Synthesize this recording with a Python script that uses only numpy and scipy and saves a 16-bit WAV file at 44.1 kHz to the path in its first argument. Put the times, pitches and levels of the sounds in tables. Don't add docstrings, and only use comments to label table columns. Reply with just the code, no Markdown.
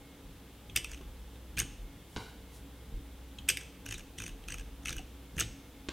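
import sys
import numpy as np
from scipy import signal
from scipy.fft import rfft, irfft
from scipy.io import wavfile

SR = 44100
rng = np.random.default_rng(int(sys.argv[2]) if len(sys.argv) > 2 else 0)


def decibels_to_gain(level_db):
    exponent = np.asarray(level_db, float) / 20
    return 10 ** exponent


def pcm_store(signal):
    levels = np.round(np.clip(np.atleast_2d(signal), -1, 1) * 32767)
    wavfile.write(sys.argv[1], SR, levels.astype(np.int16).T)


N = 261072

LIFT_HZ = 3030


def at_level(x, rms_db):
    return x * decibels_to_gain(rms_db) / np.sqrt(np.mean(x ** 2))


def coloured(spectrum):
    hz, db = np.transpose(spectrum)
    f_hz = np.maximum(np.arange(N // 2 + 1) * SR / N, 1)
    gain = decibels_to_gain(np.interp(np.log(f_hz), np.log(hz), db))
    return irfft(rfft(rng.standard_normal(N)) * gain, N)


def humming(resonances):
    f_hz = np.arange(N // 2 + 1) * SR / N
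    noise = rfft(rng.standard_normal(N))
    out = 0
    for hz, width_hz, db in resonances:
        out = out + at_level(irfft(noise / (1 + (2 * (f_hz - hz) / width_hz) ** 2), N), db)
    return out


def ring(modes, count, length_s, scatter_db, detune, favour_hz=None, twist_rad=0):
    t = np.arange(int(length_s * SR)) / SR
    chance = rng.standard_normal((count, len(modes), 3))
    out = 0
    for k, (hz, db, t60_s) in enumerate(modes):
        db = db + scatter_db * chance[:, k, :1] - 60 * t / t60_s
        if favour_hz is not None:
            db = db - np.minimum(4 * ((hz - favour_hz) / 350) ** 2, 15)
        blow_hz = hz * (1 + detune * chance[:, k, 1:2])
        phase = 2 * np.pi * blow_hz * t + twist_rad * chance[:, k, 2:]
        out = out + (-1) ** k * decibels_to_gain(db) * np.sin(phase)
    return out


def place(times_s, sounds):
    out = np.zeros(N + sounds.shape[1])
    for s, sound in zip(times_s, sounds):
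        start = int(s * SR)
        out[start:start + len(sound)] += sound
    return out[:N]


def room(x, gap_s, early):
    # (frequency [Hz], t60 [s])
    room_t60 = [(200, 0.26), (1500, 0.68), (3000, 0.63), (6500, 0.62), (11000, 0.32), (16000, 0.022)]
    hz, t60_s = np.transpose(room_t60)
    t = np.arange(SR // 2) / SR
    tail = 0
    for centre_hz in 125 * 2 ** np.arange(0, 7.2, .5):
        edges_hz = [centre_hz * .84, min(centre_hz * 1.19, 20000)]
        band = signal.butter(2, edges_hz, "band", fs=SR, output="sos")
        decay = decibels_to_gain(-60 * t / np.interp(np.log(centre_hz), np.log(hz), t60_s))
        tail = tail + signal.sosfilt(band, rng.standard_normal(len(t))) * decay
    tail = tail * (1 - np.exp(-t / gap_s)) * (1 + early * np.exp(-t / 0.013))
    return signal.fftconvolve(x, tail / np.sqrt(np.sum(tail ** 2)))[:N]


def microphone_hiss():
    # (frequency [Hz], level per Hz [dB])
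    hiss_spectrum = [(35, -33), (60, 9), (142, -17), (287, -10), (882, -9), (3120, -10), (6740, -9),
                     (14900, -9), (16000, -17.5)]
    return at_level(coloured(hiss_spectrum), -67.5)


def room_air():
    # (frequency [Hz], level per Hz [dB])
    air_spectrum = [(20, -35), (35, -44), (64, -6), (90, -11.5), (300, -16), (600, -23), (1160, -27),
                    (2200, -30.5), (3500, -28), (4300, -34.5), (6000, -37.5), (10000, -38), (14400, -38),
                    (16000, -40)]
    return at_level(coloured(air_spectrum), -55.5)


def fan():
    # (frequency [Hz], width [Hz], level [dB])
    housing = [(185, 7.7, -67.5), (277.8, 15.4, -60.5), (449.4, 16, -70), (506, 37, -71), (832.5, 14, -75),
               (2153, 8, -76.5)]
    return humming(housing)


def mains_hum():
    # (time [s], level [dB])
    hum_swell = [(0, -66), (.65, -55), (.8, -51.5), (1.5, -49.5), (1.9, -61), (2.1, -59), (2.4, -52.5),
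                 (3.3, -50), (3.8, -56.5), (4.3, -57), (4.8, -50), (5.3, -51.5), (5.5, -57), (5.92, -56)]
    t = np.arange(N) / SR
    return np.sqrt(2) * np.sin(2 * np.pi * 61 * t) * decibels_to_gain(np.interp(t, *np.transpose(hum_swell)))


def sleeve_rustle():
    # (time [s], half length [s], level [dB])
    brushes = [
        (2.56, 0.041, -60),
        (1.35, .02, -70),
        (2.205, 0.11, -62.5),
    ]
    t = np.arange(N) / SR
    swell = 0
    for s, half_s, db in brushes:
        swell = swell + decibels_to_gain(db) * np.exp(-((t - s) / half_s) ** 2)
    return swell * at_level(coloured([(1500, -30), (4000, 0), (11000, 0), (15000, -10)]), 0)


def pressure(start_s, held_s, db, fall_db_per_s, rest_db):
    t = np.arange(0, N, 64) / SR
    rise_db = 174 * np.maximum(start_s - t, 0)
    fall_db = fall_db_per_s * np.maximum(t - start_s - held_s, 0)
    strongest_db = (db - rise_db - fall_db).max(axis=0)
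    return decibels_to_gain(np.interp(np.arange(N) / SR, t, np.maximum(strongest_db, rest_db)))


def desk():
    # (time [s], held [s], boom level [dB], rattle level [dB])
    presses = [(.26, .03, -52.5, -57.5), (.74, 0.028, -50, -49), (.89, 0.2, -49, -58.5),
               (1.2, .02, -53, -64), (1.599, 0.026, -40, -43.5), (1.8, 0.032, -48.5, -60),
               (2.18, 0.0079, -65, -49.5), (2.93, .05, -46, -49), (3.12, .04, -56, -61),
               (3.4, .03, -56, -55), (3.5, 0.024, -62, -54.5), (3.68, .02, -60, -66),
               (3.9, 0.051, -44, -52.5), (4.2, 0.048, -48, -50), (4.27, 0.018, -43.5, -51),
               (4.5, 0.1, -45, -54), (4.63, .02, -48.5, -60), (4.91, 0.036, -39, -44.5),
               (5.4, 0.038, -44.5, -44)]
    # (frequency [Hz], width [Hz], level [dB])
    boom_modes = [(42.8, 14.6, 0)]
    rattle_modes = [(105, 16, 0), (159.2, 20, -5.5), (226.4, 53, -8.5), (322.5, 39, -9)]
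    # (time [s], frequency [Hz], level [dB], t60 [s])
    heel_thumps = [
        (1.008, 378, -43.5, 0.068),
        (1.01, 1070, -50, 0.043),
        (4.994, 750, -45.5, 0.073),
        (0.753, 61.5, -41, 0.11),
        (1.574, 62, -39, 0.13),
        (2.924, 150, -35, 0.038),
        (2.939, 40, -31.5, 0.33),
        (3.44, 60.6, -42, 0.12),
        (5.367, 65, -34, 0.35),
        (5.367, 158.4, -35, 0.11),
    ]
    s, held_s, boom_db, rattle_db = np.transpose(presses)[:, :, None]
    boom_gain = pressure(s + 0.0083, held_s, boom_db, fall_db_per_s=95, rest_db=-63)
    rattle_gain = pressure(s, held_s, rattle_db, fall_db_per_s=140, rest_db=-62.5)
    boom = at_level(humming(boom_modes), 0) * boom_gain
    rattle = at_level(humming(rattle_modes), 0) * rattle_gain

    start_s, hz, db, t60_s = np.transpose(heel_thumps)[:, :, None]
    t = np.arange(SR // 3) / SR
    thumps = np.sin(2 * np.pi * hz * t) * decibels_to_gain(db - 60 * t / t60_s)
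    return boom + rattle + place(start_s[:, 0], thumps)


def far_knocks():
    # (time [s], thump level [dB], crack level [dB], thump frequency [Hz], room share [dB])
    knock_blows = [
        (2.1627, -29.5, -34.5, 287, -1.5),
        (2.1640, -25.5, -38, 288, 0),
        (2.169, -38.5, -34.5, 322, -23),
        (2.1726, -42, -37, 444, -9),
        (2.178, -30, -52, 160, -7),
        (2.19, -51, -59, 150, 4),
        (5.8868, -30, -30.5, 324, -2),
        (5.8869, -33, -58, 313, -1),
        (5.89, -57, -32, 330, -16),
        (5.8916, -37.5, -32, 610, -14),
    ]
    # (frequency [Hz], level [dB], t60 [s])
    woody_body = [(72, -15, .1), (474, -8, .02), (625, -14, .015), (800, -12, .012), (1050, -9, .014),
                  (1514, -14, .02)]
    s, thump_db, crack_db, hz, wet_db = np.transpose(knock_blows)[:, :, None]
    t = np.arange(SR // 10) / SR
    thump = np.sin(2 * np.pi * hz * t) * decibels_to_gain(-60 * t / 0.022)
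    thump = thump + ring(woody_body, len(s), .1, scatter_db=2.5, detune=0.054)[:, :len(t)]
    thump = thump * decibels_to_gain(thump_db)

    crack = rng.standard_normal((len(s), len(t))) * np.exp(-t / .0006)
    crack[:, 0] += 6
    crack = signal.sosfilt(signal.butter(1, [2000, 4000], "band", fs=SR, output="sos"), crack)
    crack = signal.sosfilt(signal.butter(4, 8000, fs=SR, output="sos"), crack)
    crack = crack / np.sqrt(np.sum(crack ** 2, axis=1, keepdims=True))
    direct = thump + crack * decibels_to_gain(crack_db + 14)
    return place(s[:, 0], direct), place(s[:, 0], (direct - 0.25 * thump) * decibels_to_gain(wet_db))


def blows(s, parts_db, cradle_hz):
    s = np.ravel(s)
    return np.column_stack([s, np.reshape(parts_db, (len(s), -1)), np.ravel(cradle_hz) + 0 * s])


def played(events, pattern):
    s, db, slowness = np.transpose(events)[:, :, None]
    pattern = np.array(pattern)
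    return s + slowness * pattern[:, 0], db[:, :, None] + pattern[:, 1:]


def latch_blows():
    # (time [s], level [dB], slowness of the bounces)
    snaps = [
        (.761, -27.5, .92),
        (3.4877, -24, 1.05),
    ]
    # (delay [s], shell [dB], cradle [dB], spring [dB], rim [dB])
    snap_blows = [
        (-.0085, -31, -25, -30, -37),
        (-.003, -16, -18, -17, -18),
        (0, -15.5, 2, -16, 2.5),
        (.0023, -15.5, -0.5, -2.5, -20),
        (0.0102, -10.5, -7.5, -7, -14),
        (0.0133, -19, -9, -6.5, -11),
    ]
    snap_hz, rebound_hz = 2450, 2850
    seat_hz = np.where(np.arange(len(snap_blows)) % 2, rebound_hz, snap_hz)
    return_s, return_db = .0833, [-21, -8, -15.5, -14.5]
    s, db, _ = np.transpose(snaps)
    return np.vstack([blows(*played(snaps, snap_blows), np.tile(seat_hz, len(s))),
                      blows(s + return_s, db[:, None] + return_db, snap_hz)])


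def flick_blows():
    # (time [s], level [dB], slowness)
    flicks = [
        (1.573, -32, 1.03),
        (5.3817, -31.5, .97),
    ]
    # (delay [s], shell [dB], cradle [dB], spring [dB], rim [dB])
    flick_teeth = [
        (-.0043, -36, -13.5, -17, -23),
        (0, -9.5, -5.5, -12, -13),
        (.009, -6, -1.5, -10, -7),
        (0.0158, -12, -4, 0.5, 1),
        (.021, -19.5, -1.5, -14, -8.5),
        (.0252, -14, -5, 4.5, 1),
        (.0296, -2.5, -4, -17, -29),
        (.042, -10.5, -7.5, -17, -13),
    ]
    delay_s = np.array(flick_teeth)[:, 0]
    rising_hz = np.where(delay_s < 0, LIFT_HZ, 2400 + 16000 * delay_s)
    return blows(*played(flicks, flick_teeth), np.tile(rising_hz, len(flicks)))


def notch_blows():
    # (time [s], level [dB], cradle share [dB], cradle
    # pitch [Hz])
    notches = [(3.862, -43.5, 3, 2650), (3.888, -45.5, 1, 2500), (3.909, -42, 2, 2570),
               (3.9233, -41.5, 5, 2500), (3.9407, -44, 3, 2400), (3.9802, -49, -8, 3150),
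               (3.994, -50.5, 2, 2840), (4.184, -43, 0.5, 2830), (4.2007, -42, 1, 2530),
               (4.2191, -44, 0, 2700), (4.2379, -42.5, -8, 3040), (4.2628, -43.5, -.5, 2600),
               (4.2786, -48, -1, 2780), (4.2918, -52, 5.5, 2840), (4.4837, -43.5, 6, 2500),
               (4.5026, -43, -9, 2470), (4.5209, -41, -2, 2580), (4.541, -44, 5.5, 2500),
               (4.5822, -49, 1.5, 2960), (4.5953, -50, 1, 2590), (4.609, -54, .5, 2850),
               (4.856, -40, 4.5, 2500), (4.8711, -43, 4.5, 2500), (4.8814, -40.5, 7, 2600),
               (4.892, -38.5, 1.5, 2720), (4.905, -42, -3, 2470), (4.927, -42.5, 0.5, 2550),
               (4.965, -46.5, -5, 2640), (4.981, -48.5, 8.5, 2870), (4.9895, -51.5, 2, 2620),
               (5.366, -50.5, -14, 2480), (0.8954, -54.5, -12, 2600), (4.834, -56.5, -17, 2740),
                (0.9153, -46, -5, 2630), (0.9317, -50, 0, 2560), (0.9437, -51, 3, 2500),
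                (0.974, -57, -2, 2400), (1.0114, -57.5, 2.5, 2750), (3.6098, -49.5, 0, 3200),
                (3.621, -60, -4, 2700), (3.632, -54, -11, 2700)]
    notch_db = [-4, -1.5, -.5, -3]
    lift_s, lift_db = .0047, [-17, -11.5, -9.5, -17.5]
    firm_db, dulling = -48.5, .6
    s, db, share_db, hz = np.transpose(np.array(notches))
    seated_db = db[:, None] + np.array(notch_db)
    seated_db[:, 1] += share_db
    seated_db[:, 2:] += dulling * np.minimum(db - firm_db, 0)[:, None]
    return np.vstack([blows(s, seated_db, hz), blows(s - lift_s, db[:, None] + lift_db, LIFT_HZ)])


def ping_blows():
    # (time [s], level [dB], cradle pitch [Hz])
    pings = [(.6967, -43.5, 3080), (1.3548, -56, 3340), (3.3843, -43, 3130), (3.3862, -41.5, 3500),
             (3.874, -49, 2870), (3.9466, -42.5, 3730), (3.955, -48, 3400), (4.0058, -47, 2390),
             (4.158, -64, 2710), (4.187, -42, 3140), (4.3046, -57, 2730), (4.3146, -56, 3500),
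             (4.437, -49.5, 3350), (4.498, -46, 2540), (4.915, -46, 3630), (4.9396, -56, 2750),
             (4.9455, -64, 3060), (5.0057, -62, 2890), (5.144, -66, 3150), (4.63, -57, 3600),
             (5.434, -40, 3520)]
    ping_db = [-28, -3.5, -15.5, -20]
    s, db, hz = np.transpose(pings)
    return blows(s, db[:, None] + np.array(ping_db), hz)


def wheel():
    # (frequency [Hz], level [dB], t60 [s])
    shell = [(1380, -5, .006), (1560, 0, .007), (1700, -1, .007), (2000, -3, .006)]
    cradle = [(2300, -3, .01), (2520, 0, .014), (2720, -1, .011), (2990, 0, .012), (3250, 0, .01),
              (3700, 0, .011), (4150, -5, .008)]
    spring = [(4700, -10, .006), (5250, -8, .007), (5700, -5, .008), (6150, 0, .01), (6500, -1, .009),
              (7100, -6, .006)]
    rim = [(8370, 1, 0.016), (8620, -8.5, 0.002), (9460, -1.5, 0.0037), (10920, 0.5, 0.0036),
           (13050, -3.5, 0.0018), (13900, -5.5, 0.0026)]
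    latch_modes = [(4500, -9, .007), (4960, -2, .011), (5670, -1, .009), (6250, -2, .009), (6600, -4, .007),
                   (7130, -3, .007)]
    mat_modes = [(330, 1.5, 0.13), (477, 2.5, 0.097), (720, 0.6, 0.051), (1064, 1.6, 0.056)]
    # (low edge [Hz], high edge [Hz])
    reach_hz = [(1250, 2400), (2150, 4800), (4000, 8000), (6800, 15500)]
    wall_db = [-3.5, -1, -2, -0.5]
    latch = latch_blows()
    table = np.vstack([latch, flick_blows(), notch_blows(), ping_blows()])
    s, count = table[:, 0], len(table)
    latched = (np.arange(count) < len(latch))[:, None]

    t = np.arange(SR // 100) / SR
    chatter = rng.standard_normal((count, len(t))) * t * np.exp(-t / 0.0009)
    chatter = chatter / np.sqrt(np.sum(chatter ** 2, axis=1, keepdims=True))
    chatter[:, 12] += np.where(latched[:, 0], 1.6, .6)

    near = spread = 0
    for k, part in enumerate((shell, cradle, spring, rim)):
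        favour_hz = table[:, 5:] if part is cradle else None
        rings = ring(part, count, .03, scatter_db=2, detune=.015, favour_hz=favour_hz, twist_rad=1)
        if part is spring:
            latch_rings = ring(latch_modes, count, .03, scatter_db=2, detune=.01, twist_rad=1)
            rings = np.where(latched, latch_rings, rings)
        rings[:, 0] += 1.2 if part is cradle else 3
        rings = signal.sosfilt(signal.butter(3, reach_hz[k], "band", fs=SR, output="sos"), rings)
        sound = signal.fftconvolve(chatter, rings, axes=1)
        onset_rms = np.sqrt(np.mean(sound[:, :SR // 300] ** 2, axis=1, keepdims=True))
        sound = sound / onset_rms * decibels_to_gain(table[:, k + 1:k + 2] - 0.5)
        near = near + sound
        rings = rings * np.exp(-np.arange(rings.shape[1]) / SR / .0025)
        energy_ratio = np.sum(sound ** 2, axis=1) / np.sum(rings ** 2, axis=1)
        spread = spread + decibels_to_gain(wall_db[k]) * rings * np.sqrt(energy_ratio)[:, None]

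    thud = ring(mat_modes, count, .06, scatter_db=2.5, detune=0.087) * decibels_to_gain(table[:, 1:2] - 16.5)
    return place(s, near) + place(s, thud), place(s, spread)


def scene():
    side = microphone_hiss()
    mid = room_air() + fan() + mains_hum() + sleeve_rustle() + desk()
    far, far_wet = far_knocks()
    mid = mid + far + room(far_wet, gap_s=0.0065, early=.1)
    near, spread = wheel()
    mid = mid + near + decibels_to_gain(-6.5) * room(spread, gap_s=0.0016, early=6.1)
    return np.array([mid + side, mid - side])


def low_pass(x):
    return signal.sosfilt(signal.butter(12, 16640, fs=SR, output="sos"), x)


def record(dry):
    top_cut = signal.ellip(10, .2, 45, 15850, fs=SR, output="sos")
    return low_pass(signal.sosfilt(top_cut, dry))


dry = scene()
out = record(dry)
pcm_store(out)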